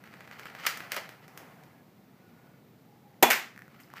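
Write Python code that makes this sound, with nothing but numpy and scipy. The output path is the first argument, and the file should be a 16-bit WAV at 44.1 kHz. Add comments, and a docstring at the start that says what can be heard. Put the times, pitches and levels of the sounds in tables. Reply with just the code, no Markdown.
"""In a small tiled room, a spring-powered plastic toy pistol is cocked and fired close to the microphone.
The slide scrapes and ticks back by stick-slip friction, latches and snaps home. The piston slams, driving
out a puff of air and ringing barrel, shell and spring; the pellet strikes across the room and rebounds.
The grip creaks as the pistol is lowered. Low room noise, hiss and faint distant tones lie underneath."""
import sys
import numpy as np
from scipy import signal
from scipy.fft import rfft, irfft
from scipy.io import wavfile

SR = 44100
rng = np.random.default_rng(int(sys.argv[2]) if len(sys.argv) > 2 else 0)


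def store_wav(level_fs):
    """Save 16-bit WAV to argv[1]."""
    pcm = np.round(np.clip(np.atleast_2d(level_fs), -1, 1) * 32767)
    wavfile.write(sys.argv[1], SR, pcm.T.astype(np.int16))


N = 4 * SR

# Spectrum of the plastic shell's body (frequency [Hz], relative level [dB])
SHELL_SPECTRUM = [(100, -47), (400, -16), (950, -9.5), (1350, -2.5), (1570, -4), (2070, 1), (2720, -7),
                  (3020, -5), (3600, -14.5), (4600, -11), (6000, -18.5), (15000, -38)]
# Spectrum of the sharp edge of a contact on the shell (frequency [Hz], relative level [dB])
EDGE_SPECTRUM = [(500, -16.5), (5700, 1), (9000, -5.5), (12000, -2), (15000, 1.5)]
# Spectrum of a bright crack (frequency [Hz], relative level [dB])
CRACK_SPECTRUM = [(500, -36), (2500, 7), (4500, -4.5), (7000, 1.5), (10000, -5), (13500, 5.5), (15000, 3)]
EDGE_DB, SLIP_RISE_S = -11, 0.0006


def piston_shot():
    """Impact excitation: the piston's slam gives a crack, a puff of air and freely decaying modes."""
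    # Modes of barrel, shell and spring (frequency [Hz], level [dB], T60 [s])
    modes = [(243.4, -26.5, 0.19), (353, -21, 0.088), (755, -18.5, 0.062), (841, -19, 0.115),
             (941, -24.5, 0.1), (2447, -19, 0.08), (3420, -26.5, 0.16)]
    # Spectrum of the expelled air (frequency [Hz], relative level [dB])
    puff_spectrum = [(90, -18.5), (260, -1), (800, 6.5), (1200, -3), (1900, -2), (3000, -8.5), (5000, -20),
                     (15000, -38.5)]
    start_s, rise_s, hold_s, ring_delay_s = 3.2252, 0.0031, 0.0023, 0.0019
    t = np.arange(SR // 2) / SR
    ring = sum(amp(db - 60 * t / t60) * np.cos(2 * np.pi * hz * t) for hz, db, t60 in modes)
    puff = amp(-11) * impact(puff_spectrum, rise_s, t60=0.054, wet_db=-6, hold=hold_s)
    crack = amp(-11) * impact(CRACK_SPECTRUM, rise_s, t60=0.04, wet_db=-9, hold=hold_s)
    return place(start_s, puff + crack) + reverberate(place(start_s + ring_delay_s, ring), wet_db=-4)


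def pellet_strike():
    """Reflection: a far strike is heard mostly through floor and wall echoes; a duller rebound follows."""
    # The strike and its rebound (time [s], level [dB], relative treble [dB], T60 [s])
    strike, rebound = [(3.303, -14, 0, 0.0072), (3.3302, -19, -11, 0.028)]
    # Early reflections of the strike (delay [s], relative level [dB])
    reflections = [(.0042, -2), (.0066, 0), (0.0136, -3)]
    rise_s = 0.000309

    def contact(s, db, treble_db, t60, wet_db):
        """One impact of the pellet, with its reverberation."""
        # Spectrum of the pellet's knock (frequency [Hz], relative level [dB])
        knock_spectrum = [(100, -35), (500, -17.5), (1600, -3.5), (2200, -2), (3200, -14.5), (6000, -18),
                          (15000, -60)]
        knock = impact(knock_spectrum, rise_s, t60, wet_db)
        crack = amp(treble_db) * impact(CRACK_SPECTRUM, rise_s, t60, wet_db)
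        return place(s, amp(db) * (knock + crack))

    s, db, treble_db, t60 = strike
    echoes = sum(contact(s + delay, db + echo_db, treble_db, t60, wet_db=-8)
                 for delay, echo_db in reflections)
    return contact(*strike, wet_db=4.5) + echoes + contact(*rebound, wet_db=-8)


def slide_clacks():
    """Damped impacts: the slide latches at the back, then rattles home, shaking the shell at each stop."""
    # Hard stops (time [s], level [dB], edge offset [dB], relative knock [dB], rise [s], T60 [s])
    stops = [(0.6633, -21, 12, -26, 0.0036, 0.047), (.919, -25.5, 13, -12.5, 0.00057, 0.021),
             (.927, -37.5, 8, -1.5, 0.0016, 0.042), (.964, -32.5, 12.5, 0, 0.001014, 0.051),
             (0.9742, -33, -10, -2.5, 0.00079, 0.044)]
    # Spectrum of the shell's low knock (frequency [Hz], relative level [dB])
    knock_spectrum = [(100, -41), (540, 1), (800, -6), (2000, -6.5), (8000, -66)]
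    wet_db = -5
    out = np.zeros(N)
    for s, db, edge_db, knock_db, rise, t60 in stops:
        body = impact(SHELL_SPECTRUM, rise, t60, wet_db)
        knock = amp(knock_db) * impact(knock_spectrum, rise, t60, wet_db)
        edge = amp(EDGE_DB + edge_db) * impact(EDGE_SPECTRUM, rise, t60 / 2, wet_db)
        out += place(s, amp(db) * (body + knock + edge))
    return out


def shell_ticks():
    """Stick-slip: shell and slide give way under the hands in single slips, each a short tick."""
    # Single slips (time [s], level [dB], edge offset [dB])
    slips = [(0.039, -42.5, 2), (.074, -44.5, -14), (0.139, -41, -3), (0.206, -39, -2), (.275, -41, -2),
             (0.312, -37, -9), (0.395, -35, 2.5), (0.455, -36, 1), (0.55, -35, -2), (0.773, -43, 20),
             (.804, -32, -1), (.944, -44, 20), (1.091, -37.5, 6), (1.28, -45.5, 9), (1.375, -38, 12.5),
             (1.636, -52, 10)]
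    # Spectrum of a tick (frequency [Hz], relative level [dB])
    tick_spectrum = [(200, -4), (900, -7.5), (1750, 1), (2350, -5), (3500, -15.5), (15000, -38)]
    t60 = 0.012
    out = np.zeros(N)
    for s, db, edge_db in slips:
        body = burst(tick_spectrum, SLIP_RISE_S, t60)
        edge = amp(EDGE_DB + edge_db) * burst(EDGE_SPECTRUM, SLIP_RISE_S, t60)
        out += place(s, amp(db) * (body + edge))
    return reverberate(out, wet_db=-3)


def grip_creaks():
    """Damped resonance: each slip of the grip rings one hollow spot of the shell for a few cycles."""
    # Slips as the hand relaxes and lowers the pistol (time [s], level [dB], resonance [Hz])
    slips = [(3.5618, -38.5, 1800), (3.5769, -33.5, 1790), (3.5914, -35, 1700), (3.62, -34.5, 1800),
             (3.68, -42.5, 1400), (3.745, -44, 1250), (3.835, -47.5, 4990), (3.902, -41, 1660),
             (3.938, -31, 1100), (3.969, -34, 1460), (3.987, -48, 1750)]
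    t60 = 0.005
    t = np.arange(SR // 10) / SR
    out = np.zeros(N)
    for s, db, hz in slips:
        ring = envelope(t, SLIP_RISE_S, t60) * np.sin(2 * np.pi * hz * t)
        edge = amp(-13.5) * burst(EDGE_SPECTRUM, SLIP_RISE_S, t60)
        out += amp(db) * (place(s, ring) + place(s, edge))
    return reverberate(out, wet_db=-9)


def friction():
    """Sliding friction: clumps of tiny slips excite shell and rail; hand and sleeve rub softly."""
    # Course of the slide's scraping (time [s], level [dB])
    scrape_levels = [(0, -61), (.3, -59.5), (.47, -50.5), (.56, -52), (.65, -42.5), (.7, -40), (.8, -51.5),
                     (.9, -52.5), (.95, -39.5), (1.02, -51.5), (1.2, -66.5), (1.7, -75.5), (3.55, -78),
                     (3.9, -61.5), (4, -51.5)]
    # Course of the rubbing of hand and sleeve (time [s], level [dB])
    rub_levels = [(0, -63.5), (.8, -52), (1.27, -61.5), (1.41, -53), (1.95, -69), (2.4, -64.5), (2.7, -69),
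                  (4, -64.5)]
    # Spectrum of that rubbing (frequency [Hz], relative level [dB])
    rub_spectrum = [(100, -1.5), (400, 0.5), (750, 5.5), (1300, -1), (2300, -4.5), (3500, -17.5),
                    (9500, -24), (14500, -18)]
    slips_per_s, spread_db, clump_db = 1300, 2.5, 4.5
    scrape_gain = gain_curve(scrape_levels)
    sizes = amp(spread_db * np.minimum(rng.exponential(1, N), 4)) * rng.choice([-1., 1.], N)
    clumps = amp(clump_db * np.clip(noise_band(0, width_hz=39.4), -2, 2))
    slipping = rng.random(N) < slips_per_s / SR
    slips = unit_rms(clumps * sizes * slipping) * scrape_gain
    rail = amp(-5.5) * unit_rms(clumps * noise_band(1330, width_hz=170)) * scrape_gain
    shell = colour(slips, SHELL_SPECTRUM) + amp(-11.5) * colour(slips, EDGE_SPECTRUM)
    rub = colour(rng.standard_normal(N), rub_spectrum) * gain_curve(rub_levels)
    return reverberate(shell + rail + rub, wet_db=-13.5)


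def hand_swish():
    """Friction noise: one brief, bright slip of the hand as the pistol is lowered."""
    return place(3.801, amp(-56) * burst(CRACK_SPECTRUM, rise=0.0018, t60=0.25, size=8192))


def room_tail():
    """Diffuse reverberation: a dense response of unit energy, each band dying at its own rate."""
    # Decay of the tiled room (frequency [Hz], T60 [s], relative level [dB])
    bands = np.array([(100, 0.29, -2.5), (794, 0.38, 0.5), (4630, 0.35, 1.5), (15000, 0.25, 0)])
    build_up_s = 0.0038
    hz, t, spectra = signal.stft(rng.choice([-1., 1.], SR // 2), SR, nperseg=256)
    t60 = at_frequency(bands[:, [0, 1]], hz)[:, None]
    db = at_frequency(bands[:, [0, 2]], hz)[:, None]
    tail = signal.istft(spectra * amp(db - 60 * t / t60), SR, nperseg=256)[1]
    tail *= np.minimum(np.arange(len(tail)) / SR / build_up_s, 1)
    return tail / np.linalg.norm(tail)


def background():
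    """Ambient noise: a steady low rumble and hiss, with three faint, distant narrow-band tones."""
    # Spectrum of the steady noise (frequency [Hz], relative spectral density [dB])
    floor_spectrum = [(25, -20.5), (80, -13.5), (122, 0.5), (200, -2), (800, -21), (1500, -34.5),
                      (4000, -32), (9800, -42), (13700, -32.5)]
    # Distant tones (time [s], duration [s], frequency [Hz], level [dB])
    far_tones = [(1.689, 0.18, 1680, -70.5), (2.1, 0.57, 1455, -70), (2.837, 0.38, 825, -67)]
    floor_gains = amp(at_frequency(floor_spectrum, np.fft.rfftfreq(N, 1 / SR)))
    out = amp(-57) * shaped_noise(floor_gains)
    for s, duration, hz, db in far_tones:
        swell = np.sqrt(np.hanning(round(duration * SR)))
        out += amp(db) * place(s, swell) * noise_band(hz, width_hz=33)
    return out


def impact(spectrum, rise, t60, wet_db, hold=0):
    """Direct and reverberant field: a hard contact and the wash of like spectrum it leaves in the room."""
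    direct = burst(spectrum, rise, t60, hold)
    wash = place(rise + hold, colour(room_tail(), spectrum))
    return place(0, direct) + amp(wet_db) * np.linalg.norm(direct) * wash


def burst(spectrum, rise, t60, hold=0, size=4096):
    """Source and filter: a short contact is a broadband noise pulse, coloured by the given spectrum."""
    shape = envelope(np.arange(size) / SR, rise, t60, hold)
    pulse = rng.standard_normal(size)
    for _ in range(3):  # impose the envelope and a flat spectrum in turn
        carrier = np.cos(np.angle(signal.hilbert(pulse)))
        bins = rfft(shape * carrier)
        pulse = irfft(bins / (abs(bins) + 1e-12))
    pulse *= np.minimum(10 * shape, 1)  # fade what lies outside the envelope
    return colour(pulse * np.linalg.norm(shape) / np.linalg.norm(pulse), spectrum)


def envelope(t, rise, t60, hold=0):
    """Exponential damping: after a linear rise and a hold, the level falls 60 dB in t60 seconds."""
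    return np.minimum(t / rise, 1) * amp(-60 * np.maximum(t - rise - hold, 0) / t60)


def reverberate(x, wet_db):
    """Convolution: the direct sound plus the room's response to it."""
    return x + amp(wet_db) * signal.oaconvolve(x, room_tail())[:N]


def colour(x, spectrum):
    """Minimum-phase filtering: a causal response of unit energy with the given spectrum."""
    hz = abs(np.fft.fftfreq(4096, 1 / SR))
    log_gain = np.log(amp(at_frequency(spectrum, hz)))
    response = np.exp(np.conj(signal.hilbert(log_gain)))
    taps = np.fft.ifft(response).real[:2048]
    return signal.oaconvolve(x, taps / np.linalg.norm(taps))[:len(x)]


def noise_band(centre_hz, width_hz):
    """Narrow-band noise with a Gaussian spectrum."""
    hz = np.fft.rfftfreq(N, 1 / SR)
    return shaped_noise(np.exp(-((hz - centre_hz) / width_hz) ** 2))


def shaped_noise(gains):
    """Spectral shaping: white noise weighted bin by bin, at unit rms."""
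    return unit_rms(irfft(rfft(rng.standard_normal(N)) * gains, N))


def amp(db):
    """Amplitude ratio of a level in decibels."""
    return 10 ** (np.asarray(db) / 20)


def unit_rms(x):
    """Normalisation to an rms of 1."""
    return x / np.sqrt(np.mean(x ** 2) + 1e-20)


def at_frequency(points, hz):
    """Interpolation of (frequency [Hz], value) points on a logarithmic frequency axis."""
    point_hz, values = np.transpose(points)
    return np.interp(np.log(hz + 1), np.log(point_hz + 1), values)


def gain_curve(points):
    """Interpolation of (time [s], level [dB]) points to a gain for every sample."""
    return amp(np.interp(np.arange(N) / SR, *np.transpose(points)))


def place(s, sound):
    """Time delay: a full-length track with the sound starting at s seconds."""
    return np.concatenate([np.zeros(max(round(s * SR), 0)), sound, np.zeros(N)])[:N]


def scene():
    """Superposition: all sources add at one microphone."""
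    quiet_sounds = background() + friction() + shell_ticks() + grip_creaks()
    return (quiet_sounds + slide_clacks() + piston_shot() + pellet_strike() + hand_swish())[None]


def record(dry):
    """Saturation and filtering: soft overload of the peaks, the microphone's low cut, a band limit."""
    low_cut_hz, band_limit_hz = 111, 15330
    low_cut = signal.butter(2, low_cut_hz, "highpass", fs=SR, output="sos")
    band_limit = signal.firwin(601, band_limit_hz, window=("kaiser", 8), fs=SR)
    picked_up = signal.sosfilt(low_cut, np.tanh(dry))
    return signal.oaconvolve(picked_up, band_limit[None], "same")


dry = scene()
out = record(dry)
store_wav(out)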